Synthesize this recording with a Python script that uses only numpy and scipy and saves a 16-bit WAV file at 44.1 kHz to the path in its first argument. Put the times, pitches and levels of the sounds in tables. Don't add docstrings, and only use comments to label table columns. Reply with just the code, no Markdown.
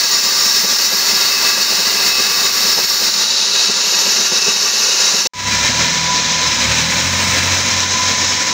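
import sys
import numpy as np
from scipy import signal
from scipy.fft import rfft, irfft, next_fast_len
from scipy.io import wavfile

SR = 44100
rng = np.random.default_rng(int(sys.argv[2]) if len(sys.argv) > 2 else 0)


def master_out(mix):
    frames = np.transpose(np.atleast_2d(mix))
    ceiling = np.clip(frames, -1, 1)
    pcm = np.round(ceiling * 32767).astype(np.int16)
    wavfile.write(sys.argv[1], SR, pcm)


N = 376160
TIME = np.arange(N) / SR
FFT_SIZE = next_fast_len(N, True)
BIN_HZ = np.maximum(np.arange(FFT_SIZE // 2 + 1) * SR / FFT_SIZE, 1)
SILENCE_FROM_S, SILENCE_TO_S = 5.272, 5.335
HEAVY_LOAD = TIME > SILENCE_FROM_S


def from_db(db):
    return 10 ** (np.asarray(db) / 20)


def rms(x):
    return np.sqrt(np.mean(x ** 2) + 1e-20)


def curves(rows):
    times_s, *columns = np.transpose(rows)
    return [np.interp(TIME, times_s, column) for column in columns]


def bell(peak_s, width_s):
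    return np.exp(-((TIME - peak_s) / width_s) ** 2 / 2)


def swells(rows):
    return sum(db * bell(peak_s, width_s) for peak_s, width_s, db in rows)


def butter(x, hz, kind, order=4):
    return signal.sosfilt(signal.butter(order, hz, kind, fs=SR, output="sos"), x)


def drift(changes_per_s):
    step, warm_up = 40, 2000
    pole = np.exp(-2 * np.pi * step * changes_per_s / SR)
    noise = rng.standard_normal(N // step + warm_up + 2)
    slow = signal.lfilter([1], [1, -2 * pole, pole * pole], noise)[warm_up:]
    return np.interp(np.arange(N) / step, np.arange(len(slow)), slow / rms(slow))


def angle_of(hz):
    return 2 * np.pi * np.cumsum(hz) / SR


# time_s, pitch_hz, level_db
ENGINE_REVS = [(5.38, 31.9, -37), (5.45, 33, -29), (5.88, 40.6, -28), (6.27, 41.7, -31.5),
               (6.47, 39.7, -30.5), (6.6, 35.1, -38), (6.68, 37.47, -22.5), (6.99, 44, -26.5),
               (7.34, 46.2, -23), (8.5, 46.2, -37.5)]
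# pitch_hz, gain_db
EXHAUST_TONE = [(46, -21.5), (64, -8), (73, 8), (82, -9.5), (93, 3.5), (112, 5), (123, -12), (141, -6.5),
                (163, -0.5), (185, -9.5), (280, -18)]

def diesel(harmonics=6, uneven_db=1.5, roughness=0.21, trim_db=-1.0):
    pitch_hz, level_db = curves(ENGINE_REVS)
    angle = angle_of(pitch_hz * (1 + 0.0032 * drift(5.9)))
    exhaust_hz, exhaust_db = np.transpose(EXHAUST_TONE)
    multiples = np.arange(1, harmonics + 1)
    gains = from_db(np.interp(np.log(np.outer(multiples, pitch_hz)), np.log(exhaust_hz), exhaust_db))
    gains /= np.linalg.norm(gains, axis=0)
    hum = np.zeros(N)
    for multiple, gain in zip(multiples, gains):
        uneven = from_db(uneven_db * drift(7.5))
        hum += gain * uneven * np.sin(multiple * angle + rng.uniform(0, 2 * np.pi))
    return np.sqrt(2) * from_db(level_db + trim_db) * hum * (1 + roughness * drift(25))


# peak_s, width_s, change_db
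MESH_SWELLS = [(6.1, 0.068, 6), (8.02, 0.083, 8)]
# peak_s, width_s, change_db
WHINE_CHANGES = [(0.17, .13, -20), (0.95, .12, 3), (1.8, .14, -9), (2.2, 0.057, -13), (2.47, .04, -9),
                 (3.38, .15, -11), (3.75, .05, -15), (4.35, .1, -5), (5.9, 0.35, -22), (8.45, .2, -12)]

def gears(mesh_hz, mesh_db, whine_db, rattle=0.35, housing_hz=997.4, housing_width_hz=57):
    drag = np.where(HEAVY_LOAD, 0.0018, 0.00039) * drift(9.4)
    jitter = 0.00056 * drift(60)
    angle = angle_of(mesh_hz * (1 + drag + jitter))
    mesh = (1 + rattle * drift(22)) * np.sin(angle) + rattle * drift(22) * np.cos(angle)
    housing = 1 / (1 + (2 * (mesh_hz - housing_hz) / housing_width_hz) ** 2)
    mesh *= np.where(HEAVY_LOAD, housing, 1) * from_db(mesh_db + swells(MESH_SWELLS))
    flutter_db = 1.5 * drift(120) + 2.0 * drift(9.4)
    whine = np.sin(11 * angle) * from_db(whine_db + flutter_db + swells(WHINE_CHANGES))
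    return np.sqrt(2) * (mesh + whine)


def grit(grains_per_s):
    return (rng.random(N) < grains_per_s / SR) * rng.standard_normal(N)


def resonate(x, pitch_hz, width_hz, boost_db):
    pole = np.exp(-np.pi * width_hz / SR)
    tuning = -2 * pole * np.cos(2 * np.pi * pitch_hz / SR)
    boost = (from_db(boost_db) - 1) * (1 - pole ** 2) / 2
    filters = [1 + boost, tuning, pole ** 2 - boost, np.ones_like(pole), tuning, pole ** 2]
    return signal.sosfilt(np.column_stack(filters), x)


# pitch_hz, wall_db, side_db, above_db
TONE_BALANCE = [(50, -77, -79, -70), (100, -67, -80, -59), (187, -69, -71, -52), (299, -71, -79, -60.5),
                (710, -62, -64.5, -62), (1540, -56.5, -55, -56), (3480, -57.5, -57.5, -56),
                (3900, -53, -63, -58.5), (6310, -51, -48, -53), (7245, -58.5, -60.5, -61),
                (8040, -76, -83.5, -70.5), (11150, -83.5, -87.5, -91), (13500, -78, -94, -85),
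                (15400, -67.5, -83, -75)]
# pitch_hz, width_hz, wall_db, side_db, above_db
RESONANCES = [(200, 45, 14, 16, 0), (242, 45, 2, 1, 6), (400, 70, 12.5, 17, -3), (528, 50, 5, 8, 11),
              (884, 78, 6, 8, 3), (975, 55, 3, 5, 8), (1160, 44, 12, 8, 0), (1403, 33, 6, 7, 0),
              (1655, 42, 10, 6, 4), (1787, 44, 0, 0, 5), (1882, 56, 4, 5, 0), (2035, 118, 7, 2, 4),
              (2208, 64, 0, 1, 5), (2407, 61, 2, 0, 6), (2577, 20, 11, 11.5, 1), (2648, 24, 10, 10, 4),
              (2831, 89, 6, 10, -2), (3400, 400, -1.5, -3.5, 0), (3759, 26, 8, 8, 4), (3848, 15, 10, 11, 2),
              (3969, 260, 0, 12, 9), (4499, 390, 7, 9, 0), (5167, 29, 10, 10, 6), (5268, 23, 7, 8, 6),
              (5525, 179, 9, 7, 2), (5937, 32, 6, 6, 2), (6773, 27, 6, 5, 3), (6889, 21, 11, 11, 5),
              (7178, 17, 7, 0, 0), (9150, 400, 6, 4, 0)]

def barrel_and_stand(force, place):
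    balance_hz, *balance_db = np.transpose(TONE_BALANCE)
    pitch_hz, width_hz, *boost_db = np.transpose(RESONANCES)
    gain = from_db(np.interp(np.log(BIN_HZ), np.log(balance_hz), balance_db[place]))
    shaped = irfft(rfft(force, FFT_SIZE) * gain, FFT_SIZE)[:N]
    ringing = resonate(shaped, pitch_hz, width_hz, boost_db[place])
    return butter(ringing, 55, "high", order=2)


# peak_s, width_s, pitch_hz, level_db
RIM_RUBS = [(0.38, .18, 1162, -31), (0.51, .08, 5480, -20.5), (1.24, .05, 3830, -25), (1.4, .17, 2610, -29),
            (1.48, .07, 1162, -29), (1.85, .22, 2840, -32.5), (2.15, .15, 2610, -26.5),
            (3.35, .13, 3860, -26), (4.45, .06, 2620, -29), (6.52, .06, 5200, -25.5),
            (6.74, .05, 2640, -29.5), (7.4, .2, 2215, -31.5)]

def rim_rubs(half_band=0.015):
    sound = np.zeros(N)
    for peak_s, width_s, pitch_hz, level_db in RIM_RUBS:
        band_hz = [pitch_hz * (1 - half_band), pitch_hz * (1 + half_band)]
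        ring = butter(grit(grains_per_s=11000), band_hz, "band", order=2)
        sound += from_db(level_db) * bell(peak_s, width_s) * ring / rms(ring)
    return sound


# peak_s, level_db
CATCHES = [(0.648, -27), (0.931, -25), (1.128, -27.5), (1.578, -30), (1.723, -30.5), (1.8, -28.5),
           (1.95, -28.5), (2.005, -29), (2.196, -25.5), (2.45, -30), (2.654, -27.5), (2.786, -21),
           (3.026, -26), (3.543, -37), (3.698, -25.5), (3.935, -34), (4.02, -31), (4.071, -29),
           (4.196, -30), (4.329, -26), (4.482, -24.5), (4.641, -30), (5.144, -26), (5.264, -26.5)]

def knocks(width_s=0.011, dull_hz=600, scrape_db=-16, body_hz=(150, 600), trim_db=-0.5):
    bursts = sum(from_db(level_db) * bell(peak_s, width_s) for peak_s, level_db in CATCHES)
    scrape = grit(grains_per_s=12000)
    force = butter(scrape, dull_hz, "low", order=2) + from_db(scrape_db) * scrape
    shake = barrel_and_stand(force, place=1)
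    return from_db(trim_db) * bursts * shake / rms(butter(shake, body_hz, "band"))


def drifting_echo(force, echo=0.2, delay_s=0.003, wander_s=0.00021):
    delay = (delay_s + wander_s * drift(1.21)) * SR
    return force + echo * np.interp(np.arange(N) - delay, np.arange(N), force)


def steel_overtones(force, count=30, width_hz=70):
    pitch_hz, boost_db = rng.uniform([7300, 0.5], [10600, 1.5], (count, 2)).T
    return resonate(force, pitch_hz, np.full(count, width_hz), boost_db)


def place_shares(move_from_s=3.01, move_to_s=3.33):
    above = TIME > SILENCE_FROM_S
    aside = np.clip((TIME - move_from_s) / (move_to_s - move_from_s), 0, 1)
    return np.array([(1 - aside) * ~above, aside * ~above, above])


# low_hz, high_hz
LEVEL_BANDS = [(1250, 3300), (3300, 4900), (4900, 7500), (8000, 10800)]

def split_bands(sound, edges_hz=(700, 3300, 4900, 7700), hiss_hz=(3300, 7500)):
    spectrum = rfft(sound, FFT_SIZE)
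    below = [irfft(spectrum / (1 + (BIN_HZ / hz) ** 24), FFT_SIZE)[:N] for hz in edges_hz]
    bands = np.diff([np.zeros(N), *below, sound], axis=0)
    levels = [rms(irfft(spectrum * (BIN_HZ > low_hz) * (BIN_HZ < high_hz), FFT_SIZE))
              for low_hz, high_hz in [hiss_hz, *LEVEL_BANDS]]
    return bands / np.array(levels)[:, None]


# peak_s, width_s, change_db
PUSHES = [(0.5, 0.13, 1.1), (1.26, 0.096, 0.7), (3.58, 0.065, 2), (4.12, 0.09, 1.6), (5.02, 0.086, 1.5),
          (7.2, 0.2, -1.7), (7.84, 0.051, -0.9), (8.5, 0.088, -1)]
# time_s, bite_db
BITE = [(0.6, -1.5), (1.45, 1), (2.65, 0.4), (2.95, -1), (3.5, -1.5), (4.15, 0.9), (5.6, 0), (6.2, -2.5),
        (6.7, 0.2), (7.35, 1.8), (7.9, -1.5)]
# time_s, low_hiss_db
HISS_BALANCE = [(0, -1), (0.5, -3), (1.9, 0.5), (2.8, -1), (3.55, 2), (4.15, -3), (6.7, -1.9), (8.0, -4)]

def grinding(mesh_hz, hiss_db, growl_db, spray_db, meshes_per_turn=157):
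    bite_db, = curves(BITE)
    low_gain = from_db(curves(HISS_BALANCE)[0])
    force = steel_overtones(drifting_echo(grit(grains_per_s=36000)))
    rumble, growl, low_hiss, high_hiss, spray = sum(
        share * split_bands(barrel_and_stand(force, place)) for place, share in enumerate(place_shares()))
    turn = np.sin(angle_of(mesh_hz / meshes_per_turn) + drift(0.46))
    jerks = butter(drift(15), 3.24, "high", order=2)
    judder = np.minimum(jerks, 1.3)
    pressure_db = swells(PUSHES) + 0.5 * turn + 1.08 * judder + 0.47 * drift(5.1)
    hiss = (low_gain * low_hiss + high_hiss) / np.hypot(low_gain, 1)
    rumble *= from_db(-1.37 + 0.9 * bite_db + (turn + judder) / 2)
    growl *= from_db(growl_db + bite_db)
    spray *= from_db(spray_db + np.where(HEAVY_LOAD, 2.1, 0.36) * bite_db)
    return from_db(hiss_db + pressure_db) * (rumble + growl + hiss + spray)


# time_s, mesh_hz
LIGHT_LOAD_SPEED = [(0.4, 1218), (0.7, 1210), (0.8, 1195), (1.29, 1180), (2.0, 1168), (2.7, 1191),
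                    (4.25, 1187), (4.55, 1179), (5.25, 1175)]
HEAVY_LOAD_SPEED = [(5.42, 993), (5.9, 984), (6.3, 999), (6.9, 1022), (7.3, 1025), (8.18, 1007),
                    (8.47, 993)]
# hiss_db, growl_over_hiss_db, spray_over_hiss_db, mesh_db, whine_db
MIX_BY_PLACE = [(-15.0, -9.5, -18.5, -51, -34), (-15, -10, -22, -43, -38), (-17, -3.5, -21.5, -30, -53.5)]
# time_s, gain_db
FADE_IN = [(5.335, -19.5), (5.39, -7.5), (5.45, -6), (5.53, 0)]

def scene(engine_rise_s=0.026):
    mesh_hz = np.where(HEAVY_LOAD, curves(HEAVY_LOAD_SPEED)[0], curves(LIGHT_LOAD_SPEED)[0])
    hiss_db, growl_db, spray_db, mesh_db, whine_db = np.transpose(MIX_BY_PLACE) @ place_shares()
    fade = np.where(TIME > SILENCE_FROM_S, from_db(curves(FADE_IN)[0]), 1)
    cutting = fade * grinding(mesh_hz, hiss_db, growl_db, spray_db) + knocks() + rim_rubs()
    engine_fade = np.clip((TIME - SILENCE_TO_S) / engine_rise_s, 0, 1)
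    sound = cutting + np.sqrt(fade) * gears(mesh_hz, mesh_db, whine_db) + engine_fade * diesel()
    return np.array([sound, sound])


def record(dry, silence_db=-56, ceiling=0.82, cutoff_hz=15600):
    silent = (TIME > SILENCE_FROM_S) & (TIME < SILENCE_TO_S)
    gate = np.where(silent, from_db(silence_db), 1)
    rounded = dry / (1 + (dry / ceiling) ** 6) ** (1 / 6)
    treble_cut = signal.ellip(12, 0.1, 90, cutoff_hz, fs=SR, output="sos")
    return signal.sosfilt(treble_cut, gate * rounded)


dry = scene()
out = record(dry)
master_out(out)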